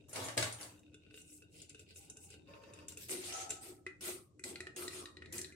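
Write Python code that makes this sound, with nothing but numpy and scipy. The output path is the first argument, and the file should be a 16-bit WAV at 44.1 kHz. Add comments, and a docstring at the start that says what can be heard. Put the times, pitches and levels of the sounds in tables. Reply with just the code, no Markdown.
"""A spoon sweeps over the wire mesh of a sieve that rocks on a tall cup: lumpy friction noise with
singing wires, a ringing frame, a cup resonance, modal knocks, liquid as a sinking resonance.
Before it a drawer of cutlery is pulled and bumps (shaped rumble, modal blows), fingers rustle and
spoons clink. Hollow drags sound further off, over a low hum of house and street (noise and two fuzzy
tones). A room rings; two spaced microphones listen through a noise suppressor."""
import sys
import numpy as np
from scipy import signal
from scipy.fft import rfft, irfft
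from scipy.io import wavfile
from scipy.ndimage import uniform_filter1d

SR = 44100
rng = np.random.default_rng(int(sys.argv[2]) if len(sys.argv) > 2 else 0)


def int16_out(signal):
    """Quantize to a 16-bit WAV file."""
    q = np.round(np.clip(np.atleast_2d(signal).T, -1, 1) * 32767)
    wavfile.write(sys.argv[1], SR, q.astype(np.int16))


N = 244755


def gain_of(db):
    """Amplitude factor of a level in dB."""
    return 10 ** (np.asarray(db) / 20)


def evened(x):
    """Scales to rms 1."""
    return x / np.sqrt(np.mean(x ** 2) + 1e-20)


def read(points, hz):
    """Interpolates a (hz, value) table over log frequency."""
    f, value = np.transpose(points)
    return np.interp(np.log(hz + 1), np.log(f + 1), value)


def add(mix, start_s, sound):
    """Adds a sound at its start, cut at the end of the mix."""
    start = round(start_s * SR)
    part = mix[:, start:start + sound.shape[1]]
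    part += sound[:, :part.shape[1]]


def shaped(x, points):
    """Filters both channels by a spectrum in dB, rms 1."""
    hz = np.fft.rfftfreq(x.shape[1], 1 / SR)
    return evened(irfft(rfft(x) * gain_of(read(points, hz)), x.shape[1]))


def resonate(x, hz, width_hz):
    """One resonance, rms 1."""
    return evened(signal.lfilter(*signal.iirpeak(hz, hz / width_hz, SR), x))


def grit(count, lumpy_db, lump_s=0.0015, patchy_db=3.5):
    """Friction noise: tiny catches come in lumps, and the colour drifts as other surface is touched."""
    lumps = evened(uniform_filter1d(rng.standard_normal(count), size=max(round(lump_s * SR), 1)))
    noise = rng.standard_normal((2, count)) * gain_of(lumpy_db * lumps)
    z = signal.stft(noise, nperseg=256)[2]
    patches = uniform_filter1d(rng.standard_normal(z.shape[1:]), size=5, axis=0)
    patches = uniform_filter1d(patches, size=8, axis=1)
    return signal.istft(z * gain_of(patchy_db * evened(patches)), nperseg=256)[1][:, :count]


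def stroke(rise_s, hold_s, rise_db, fall_db_per_s, count):
    """Gain of one movement: a swell from first contact, a hold, a steady fade."""
    t = np.arange(count) / SR
    swell_db = -rise_db * np.maximum(1 - t / max(rise_s, 1e-3), 0)
    fade_db = -fall_db_per_s * np.maximum(t - rise_s - hold_s, 0)
    return gain_of(swell_db + fade_db) * signal.windows.tukey(count, 0.0014 * SR / count)


def blow_ring(modes, treble_db, ring_db, pitch, vary_db, spread, t):
    """Struck modes: each is a cluster of 4 close decaying partials, drawn anew for each blow."""
    hz, db, t60_s = np.repeat(np.transpose(modes), 4, axis=1)[:, :, None]
    draw = rng.standard_normal((4, len(hz), 1))
    lift_db = np.where(hz > 5400, treble_db, np.where(hz > 3400, ring_db, 0))
    size = gain_of(db + lift_db + vary_db * np.tanh(draw[0]) - 60 * t / t60_s)
    shift = np.where((hz > 2300) & (hz < 3400), 1, pitch)  # this band keeps its pitch
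    detune = np.where(hz > 700, shift + spread * draw[1], 1 + 0.0065 * draw[1])
    phase = 2 * np.pi * hz * detune * t + 0.86 * draw[3]
    # phase between channels, one draw per mode
    apart = -np.repeat(1.4 + .4 * draw[2, ::4], 4, axis=0) * np.minimum(hz / 900, 1)
    return np.array([(size * np.sin(phase + k * apart)).sum(0) for k in (0, 1)])


def blow_crack(treble_db, ring_db, crack_db, crack_s, t):
    """Contact noise: a crack with t60 crack_s plus an 8 ms tick."""
    colour = [(150, -43.5), (700, -36.0), (1500, -10.5), (4200, ring_db - 7.5),
              (6000, treble_db), (9500, treble_db), (16000, treble_db - 44.0)]
    level_db = crack_db + max(treble_db, ring_db - 10.0, 0)
    crack = shaped(rng.standard_normal((2, len(t))), colour) * gain_of(level_db)
    return crack * (gain_of(-60 * t / crack_s) + gain_of(-15.0 - 60 * t / 0.008))


def blows(events, modes, crack_db, crack_s, vary_db, spread):
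    """Impacts: ringing modes started by a crack, with a 1.5 ms attack."""
    out, t = np.zeros((2, N)), np.arange(SR // 6) / SR
    for start_s, blow_db, treble_db, *more in events:
        ring_db, pitch = more or (0, 1)
        ring = blow_ring(modes, treble_db, ring_db, pitch, vary_db, spread, t)
        crack = blow_crack(treble_db, ring_db, crack_db, crack_s, t)
        add(out, start_s, gain_of(blow_db - 16.0) * (ring + crack) * np.minimum(t / 0.0015, 1))
    return out


# hum noise spectrum, relative: hz, level_db_per_hz
HUM_SPECTRUM = [(20, -19), (55, -10), (80, 4), (228, -4.5), (420, -5), (650, -15.5), (1200, -38.5),
                (8000, -29), (11000, -44), (14000, -85)]
# fuzzy tones: pitch_hz, width_hz, over_noise_db
HUM_TONES = [(85.15, 1.6, -11), (300.8, 4.6, -7.5)]
# hum level: time_s, level_db
HUM_COURSE = [(0, -62.5), (1.5, -65.5), (1.6, -61), (1.7, -65), (2.9, -61.5), (4.301, -66.5),
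              (4.498, -64.5), (4.7, -62), (5.2, -62), (5.35, -56.5), (5.55, -64)]


def hum():
    """House and street: low noise with two fuzzy tones."""
    x = rng.standard_normal((2, N))
    tones = sum(gain_of(db) * resonate(x, hz, width_hz) for hz, width_hz, db in HUM_TONES)
    level_db = np.interp(np.arange(N) / SR, *np.transpose(HUM_COURSE))
    return gain_of(level_db) * (shaped(x, HUM_SPECTRUM) + tones)


# hollow dragging: start_s, rise_s, hold_s, level_db
DRAG_MOVES = [(1.956, 0.044, 0.29, -76), (2.46, 0.029, 0.32, -61), (3.238, 0.11, 0.086, -50)]
# resonances, one list per drag: pitch_hz, width_hz, level_db (relative)
DRAG_RESONANCES = [
    [(574, 80, -1), (792, 37, 7)],
    [(2370, 560, -10), (561, 50, 4.5), (919, 20, -2.5), (1061, 15, -4), (1760, 23, -10), (1210, 480, -6.5),
     (4630, 230, -8.5)],
    [(686, 21, 0.99), (765, 17.5, 6.8), (1300, 28, 4.2)],
]
DRAG_RISE_DB, DRAG_FALL_DB_PER_S = 23, 66


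def drags():
    """Dragging further off: friction noise in the resonances of a hollow thing."""
    out = np.zeros((2, N))
    for (start_s, rise_s, hold_s, level_db), peaks in zip(DRAG_MOVES, DRAG_RESONANCES):
        x = grit(SR, 1.5, 0.03, 2.)
        body = evened(sum(gain_of(db) * resonate(x, hz, width_hz) for hz, width_hz, db in peaks))
        pull = stroke(rise_s, hold_s, DRAG_RISE_DB, DRAG_FALL_DB_PER_S, count=SR)
        add(out, start_s, gain_of(level_db) * pull * body)
    return out


# drawer pushes: start_s, rise_s, hold_s, rumble_db, treble_over_rumble_db
DRAWER_PUSHES = [(0.084, 0.0021, 0.023, -63, 4), (0.129, 0.026, 0.092, -44.5, -4.5),
                 (0.369, 0.0027, 0.014, -37, -3), (0.584, 0.02, 0.0059, -52, 0.5)]
# rumble spectrum, relative: hz, level_db_per_hz
DRAWER_SPECTRUM = [(56, -59.5), (95, 1.5), (170, -14), (300, -6.5), (520, -5.5), (884, -3.5), (1190, -9.5),
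                   (8410, -17.5), (16000, -32.5)]
# wood and its load of steel: pitch_hz, level_db, t60_s
DRAWER_RING = [(113.7, -16.5, 0.72), (569, -15, 0.21), (625, -7, 0.15), (975, -29.5, 0.22),
               (1212, -6.5, 0.15), (1642, -6, 0.1), (2166, 4.5, 0.021), (4590, 0.5, 0.018),
               (6500, 1, 0.051), (7820, 0.5, 0.094), (8400, 5.5, 0.091)]
# bumps: start_s, blow_db, treble_over_blow_db, clatter_4khz_over_blow_db, pitch_factor
DRAWER_HITS = [(0.093, -61.5, 9.5, -1.5, 1.4), (0.13, -46.5, 5.5, -4.5, 1.16),
               (0.158, -35.5, -7.5, -1, 1.03), (0.242, -49, 7.5, -3.5, 1.06), (0.284, -36.5, -17, -9, 0.99),
               (0.376, -24, -6.5, 4, 1), (0.425, -26.5, -14.5, -3, 0.93), (0.524, -51, 10.5, 15, 1.1),
               (0.611, -45.5, 1, 7, 1.26), (0.629, -49, 3.5, 13, 1)]
DRAWER_RISE_DB, DRAWER_FALL_DB_PER_S = 8, 147


def drawer():
    """Runners rumble as friction noise, split at 4.8 kHz, while the load rattles in modal blows."""
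    out = blows(DRAWER_HITS, DRAWER_RING, crack_db=12.6, crack_s=0.058, vary_db=3.8, spread=0.02)
    treble_pass = signal.butter(4, 4800, "high", fs=SR, output="sos")
    for start_s, rise_s, hold_s, rumble_db, treble_db in DRAWER_PUSHES:
        x = shaped(grit(SR // 2, 1.0, 0.00077), DRAWER_SPECTRUM)
        high = signal.sosfilt(treble_pass, x)
        rumble = evened(x - high) + gain_of(treble_db) * evened(high)
        push = stroke(rise_s, hold_s, DRAWER_RISE_DB, DRAWER_FALL_DB_PER_S, count=SR // 2)
        add(out, start_s, gain_of(rumble_db) * push * rumble)
    return signal.sosfilt(signal.butter(4, 85, "high", fs=SR, output="sos"), out)


# finger brushes: middle_s, level_db, half_length_s, middle_tones_over_hiss_db
RUSTLE_MOVES = [(1.183, -60, 0.038, -8), (1.336, -58, 0.064, -16), (1.572, -62.5, 0.045, -4.5),
                (1.619, -67.5, 0.038, 6), (1.705, -78, 0.015, 16), (1.81, -68.5, 0.027, -0.5),
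                (1.908, -72.5, 0.027, 12), (1.976, -54, 0.022, -16), (2.027, -61, 0.042, -6.5),
                (2.102, -72, 0.03, -1), (2.242, -58, 0.047, -17), (2.329, -66, 0.031, 4.5)]
# hiss spectrum, relative: hz, level_db_per_hz
RUSTLE_HISS_SPECTRUM = [(2650, -47), (4500, -75), (5220, -12.5), (8460, 0), (12300, -14), (15100, -23),
                        (16000, -16)]
# middle tones spectrum, relative: hz, level_db_per_hz
RUSTLE_MIDDLE_SPECTRUM = [(1300, -68), (2000, 3), (2800, 10), (3300, 2.5), (5000, 6.5), (6500, -28)]


def rustles():
    """Fingers brush along the cutlery: friction noise in soft Gaussian swells."""
    out = np.zeros((2, N))
    for middle_s, level_db, half_s, middle_db in RUSTLE_MOVES:
        t = np.arange(-3 * half_s, 3 * half_s, 1 / SR)
        x = grit(len(t), 1.5, .004, 2.5)
        hiss = shaped(x, RUSTLE_HISS_SPECTRUM) + gain_of(middle_db) * shaped(x, RUSTLE_MIDDLE_SPECTRUM)
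        add(out, middle_s + t[0], gain_of(level_db) * np.exp(-(t / half_s) ** 2) * hiss)
    return out


# cutlery: pitch_hz, level_db, t60_s
CUTLERY_RING = [(431.3, -5.5, 0.13), (1425, -17.5, 0.094), (1500, -7, 0.13), (2603, 3, 0.049),
                (2760, -1, 0.11), (3690, -2.5, 0.066), (7430, -0.5, 0.031)]


def chatter(level_db, until_s, ticks_per_s):
    """Loose cutlery ticks faintly in its tray: random impulses, about half of them into each mode."""
    count = round(until_s * SR)
    sizes = gain_of(1.4 * np.minimum(rng.exponential(1, count), 3))
    ticks = (rng.random(count) < ticks_per_s / SR) * sizes * rng.standard_normal((2, count))
    ring = np.zeros((2, count))
    for hz, db, t60_s in CUTLERY_RING[:-1]:
        ring += gain_of(db) * resonate(ticks * (rng.random(count) < .5), hz, 7 / t60_s)
    out = np.zeros((2, N))
    add(out, 0, gain_of(level_db) * evened(ring))
    return out


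# spoon clinks: start_s, blow_db, treble_over_blow_db
CLINK_HITS = [(0.792, -63, 9), (0.9428, -49, -3), (1.064, -57.5, -22), (1.108, -53, -14),
              (1.1411, -47, -12), (1.1747, -48.5, -55), (1.216, -67.5, 24.5), (1.421, -51, -6),
              (1.5734, -70, -9), (1.6175, -59.5, 21.5), (1.6939, -60, 21.5), (1.746, -46, -5),
              (1.7934, -50, 8), (1.907, -52.5, -11), (1.9585, -52.5, 10), (2.0988, -52, 18),
              (2.169, -51, 11.5), (2.3027, -51.5, 10), (2.34, -48, -9), (2.4722, -59, -38),
              (2.536, -49, -28), (2.6354, -49.5, -15), (2.7353, -49, 6.5), (2.788, -49, -7),
              (2.8825, -51.5, 21), (2.9212, -52.5, 13.5), (2.9716, -46.5, 13), (3.4934, -48, 16),
              (3.5047, -40, 15.5)]


def clinking():
    """Spoons clink as modal blows over the faint chatter of the tray."""
    clinks = blows(CLINK_HITS, CUTLERY_RING, crack_db=5.3, crack_s=0.05, vary_db=4.0, spread=.025)
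    return clinks + chatter(level_db=-74, until_s=3.07, ticks_per_s=250)


# liquid strokes: start_s, rise_s, hold_s, level_db, pitch_hz
SLOSH_MOVES = [(4.039, 0.015, 0.02, -58.5, 1406), (4.459, 0.089, 0.11, -69, 820),
               (4.775, 0.031, 0.013, -55, 1350), (4.917, 0.093, 0.037, -61, 1330),
               (5.245, 0.16, 0.042, -61.5, 2100)]
SLOSH_RISE_DB, SLOSH_FALL_DB_PER_S = 7, 112
SLOSH_SAG_PER_S, SLOSH_WIDTH_HZ = 0.72, 280


def slosh():
    """Thick liquid slides round the spoon: lumpy noise in a resonance that sinks as the liquid closes."""
    out, t = np.zeros((2, N)), np.arange(SR // 2) / SR
    r = np.exp(-np.pi * SLOSH_WIDTH_HZ / SR)
    for start_s, rise_s, hold_s, level_db, pitch_hz in SLOSH_MOVES:
        sinking_hz = pitch_hz * (1 - SLOSH_SAG_PER_S * t)
        turn = np.exp(2j * np.pi * np.cumsum(sinking_hz) / SR)
        # shift down to 0 Hz, low-pass, shift back
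        low = signal.lfilter([1], [1, -2 * r, r * r], grit(len(t), 1.5, 0.008, 2.5) / turn)
        x = evened((turn * low).real)
        move = stroke(rise_s, hold_s, SLOSH_RISE_DB, SLOSH_FALL_DB_PER_S, count=len(t))
        add(out, start_s, gain_of(level_db) * move * x)
    return out


# sieve: pitch_hz, level_db, t60_s
SIEVE_RING = [(370.2, -5, 0.14), (1398, -14, 0.16), (1560, -5, 0.029), (2036, 5, 0.045), (2462, 0.5, 0.052),
              (2775, -4.5, 0.029), (4260, -5, 0.014), (8030, -3.5, 0.028)]
FRAME_DB, CATCHES_PER_S = -15, 350


def frame(x):
    """Single wires snag at random and ring the sieve's frame, rms 1."""
    count = x.shape[1]
    caught = rng.random(count) < CATCHES_PER_S / SR
    snags = x * caught * gain_of(4.0 * np.minimum(rng.exponential(1, count), 3))
    ring = np.zeros_like(x)
    for hz, db, t60_s in SIEVE_RING[1:]:
        ring += gain_of(.5 * db) * resonate(snags, hz * rng.uniform(.95, 1.02), 4 / t60_s)
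    return evened(ring)


# walls of cup and counter, relative: hz, level_db_per_hz
CUP_WALLS = [(120, -19), (220, 8.5), (600, -3.5), (1100, -18), (2000, -40)]
CUP_HZ, CUP_WIDTH_HZ, CUP_SECOND_WIDTH_HZ = 362, 26, 64.6


def cup(x):
    """Noise through two resonances is the cup's air column; the friction also stirs its walls."""
    air = resonate(rng.standard_normal(x.shape[1]), CUP_HZ, CUP_WIDTH_HZ)
    return resonate(air, CUP_HZ, CUP_SECOND_WIDTH_HZ) + gain_of(-7.0) * shaped(x, CUP_WALLS)


RUB_RISE_DB, RUB_FALL_DB_PER_S = 8, 234
SING_DB, SING_WIDTH = -5, 0.1  # over the hiss; width as share of pitch
CUP_RISE_DB, CUP_LINGER_S, CUP_FALL_DB_PER_S = 11, 0.043, 222  # the cup hums on after the stroke


def rubbing(strokes, hiss, lumpy_db, patchy_db):
    """Catches on fine metal hiss and sing; strokes with a cup level also ring frame and cup."""
    out, count = np.zeros((2, N)), SR // 2
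    for start_s, rise_s, hold_s, hiss_db, top_db, sing_hz, *cup_db in strokes:
        x = grit(count, lumpy_db, 0.00099, patchy_db)
        singing = gain_of(SING_DB) * resonate(x, sing_hz, SING_WIDTH * sing_hz)
        wires = shaped(shaped(x, hiss) + singing, [(8500, 0.003), (12500, top_db)])
        move = stroke(rise_s, hold_s, RUB_RISE_DB, RUB_FALL_DB_PER_S, count)
        sound = gain_of(hiss_db) * wires * move
        for level_db in cup_db:
            sound += gain_of(hiss_db + FRAME_DB) * frame(x) * move
            breath = stroke(rise_s, hold_s + CUP_LINGER_S, CUP_RISE_DB, CUP_FALL_DB_PER_S, count)
            sound += gain_of(level_db) * cup(x) * breath
        add(out, start_s, sound)
    return out


# strokes on the rim: start_s, rise_s, hold_s, hiss_db, top_octave_over_hiss_db, sing_hz
RIM_STROKES = [(2.884, 0.0017, 0.0041, -54.5, 4, 7550), (2.973, 0.044, 0.018, -51.5, 7.5, 7900)]
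# rim hiss spectrum, relative: hz, level_db_per_hz
RIM_HISS = [(940, -56), (1600, 1), (5990, 5.5), (7260, -2), (13500, -2.5), (16000, -10)]


def rim_strokes():
    """The spoon feels its way along the rim: friction hiss without the cup."""
    return rubbing(RIM_STROKES, RIM_HISS, lumpy_db=1.8, patchy_db=2.3)


# sieve knocks: start_s, blow_db, treble_over_blow_db, spoon_ring_4khz_over_blow_db,
# pitch_factor (load on the mesh shifts; the rim near 2.5 kHz keeps its pitch)
SIEVE_HITS = [(3.097, -53, 5, -3, 1), (3.8646, -31, -28, -15.5, 0.98), (4.009, -53, 13.5, -10, 0.71),
              (4.3937, -47, 4, -4, 1.0), (4.4383, -39.5, 13, 17.5, 0.98), (4.557, -38.5, -3, 15.5, 1),
              (4.6042, -36, 3, 11.5, 0.94), (4.6683, -37.5, -19, -3, 0.91), (4.7616, -52, 19.5, 0, 0.83),
              (4.791, -47, 1, -3, 0.97), (4.8791, -40, 9.5, 22, 0.95), (4.931, -46.5, 3, -13, 0.95),
              (5.0561, -46, 0, 20.5, 0.91), (5.1686, -46.5, -10, 15.5, 0.95), (5.2208, -42, -29, -10, 0.91),
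              (5.258, -49.5, -7, 15.5, 0.893), (5.3253, -54.5, 24, 22, 0.91), (5.337, -40.5, -5, -4, 0.97),
              (5.389, -42.5, 15, -1, .94), (5.3804, -49.5, 25.5, 22, 0.97), (5.4144, -52, 26, 27.5, 0.93),
              (5.4446, -46, 1, 22.5, 0.94), (5.5223, -47.5, -1, -9.5, 0.99)]


def sieve_knocks():
    """The sieve rocks on the cup and the spoon strikes it: modal blows."""
    return blows(SIEVE_HITS, SIEVE_RING, crack_db=3.24, crack_s=0.046, vary_db=1.2, spread=.016)


# mesh strokes: start_s, rise_s, hold_s, hiss_db, top_octave_over_hiss_db, sing_hz, cup_hum_db
MESH_STROKES = [(3.085, 0.028, 0.023, -40.5, -1, 8750, -49), (3.17, 0.093, 0.036, -45.5, -6.5, 8660, -61.5),
                (3.322, 0.0039, 0.098, -45.5, -13, 6300, -67), (3.5, 0.0039, 0.0042, -44.5, -11, 7100, -61),
                (3.61, 0.022, 0.057, -53.5, 0, 8400, -59), (4.008, 0.067, 0.024, -41, 1, 8730, -51),
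                (4.436, 0.011, 0.053, -50.5, -2, 8300, -54.5),
                (4.762, 0.0025, 0.076, -46.5, 1, 8660, -54.5),
                (4.906, 0.033, 0.057, -49, -6.5, 9000, -57.5),
                (5.324, 0.0013, 0.053, -48.5, 2.5, 8600, -57.5)]
# mesh hiss spectrum, relative: hz, level_db_per_hz
MESH_SPECTRUM = [(260, -71), (450, -1.5), (922, -10), (1340, -10.5), (1650, -9), (2470, -2.5), (6060, -4),
                 (9200, -1.5), (13000, -6.5), (16000, -17.5)]


def mesh_sweeps():
    """The spoon sweeps over the mesh: friction hiss, singing wires, frame and cup."""
    return rubbing(MESH_STROKES, MESH_SPECTRUM, lumpy_db=0.84, patchy_db=3.)


# room decay: hz, t60_s
ROOM_DECAY = [(200, 0.2), (1000, 0.33), (4000, 0.31), (12000, 0.25)]


def room(x):
    """Sparse taps of random sign, each band dying at its own speed."""
    count = SR // 2
    taps = np.zeros((2, count))
    at = np.arange(200, count - 20, 20) + rng.integers(0, 20, (2, (count - 201) // 20))
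    np.put_along_axis(taps, at, rng.choice([-1., 1.], at.shape), 1)
    hz, t, z = signal.stft(taps, SR, nperseg=256)
    decay = gain_of(-60 * t / read(ROOM_DECAY, hz)[:, None])
    tail = signal.istft(z * decay, SR, nperseg=256)[1]
    return signal.fftconvolve(x, tail / np.linalg.norm(tail[0]), axes=1)[:, :N]


def scene():
    """Sums the near sources, their room sound, the drags and the hum."""
    clinks, knocks, near_drawer = clinking(), sieve_knocks(), drawer()
    rubs = rustles() + rim_strokes() + mesh_sweeps() + slosh()
    send = gain_of(-6.5) * clinks + gain_of(-6.0) * knocks
    send += gain_of(-10.5) * rubs + gain_of(-1.5) * near_drawer
    return clinks + knocks + rubs + near_drawer + room(send) + drags() + hum()


GATE_OVER_DB, GATE_DEPTH_DB = 2.5, 4.5  # threshold over the quiet level; depth


def suppress(x):
    """Noise suppressor: lowers each band while it stays near its own quiet level (15th percentile)."""
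    z = signal.stft(x, nperseg=1024, noverlap=768)[2]
    power = uniform_filter1d((abs(z) ** 2).mean(0), size=3, axis=1)
    db = 10 * np.log10(power + 1e-20)
    quiet_db = uniform_filter1d(np.percentile(db, 15, axis=1), size=9)[:, None]
    shut = .5 - .5 * np.tanh(db - quiet_db - GATE_OVER_DB)
    return signal.istft(z * gain_of(-GATE_DEPTH_DB * shut), nperseg=1024, noverlap=768)[1][:, :N]


# spaced microphones: hz, left_right_likeness (0 to 1)
LIKENESS = [(25, 0.73), (60, 0.94), (300, 0.74), (640, 0.17), (1400, 0.0086), (15000, 0.011)]
EDGE_HZ = 15900


def record(dry):
    """Long waves reach both microphones alike; then a noise suppressor and the band limit."""
    same = np.clip(read(LIKENESS, np.fft.rfftfreq(N, 1 / SR)), 0, .99)
    mid = rfft(dry[0] + dry[1]) * np.sqrt(1 + same) / 2
    side = rfft(dry[0] - dry[1]) * np.sqrt(1 - same) / 2
    pair = irfft(np.array([mid + side, mid - side]), N) * gain_of([[.5], [-.5]])  # left 1 dB louder
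    low_pass = signal.firwin(511, EDGE_HZ, window=("kaiser", 9), fs=SR)
    return signal.oaconvolve(suppress(pair), low_pass[None], "same")


dry = scene()
out = record(dry)
int16_out(out)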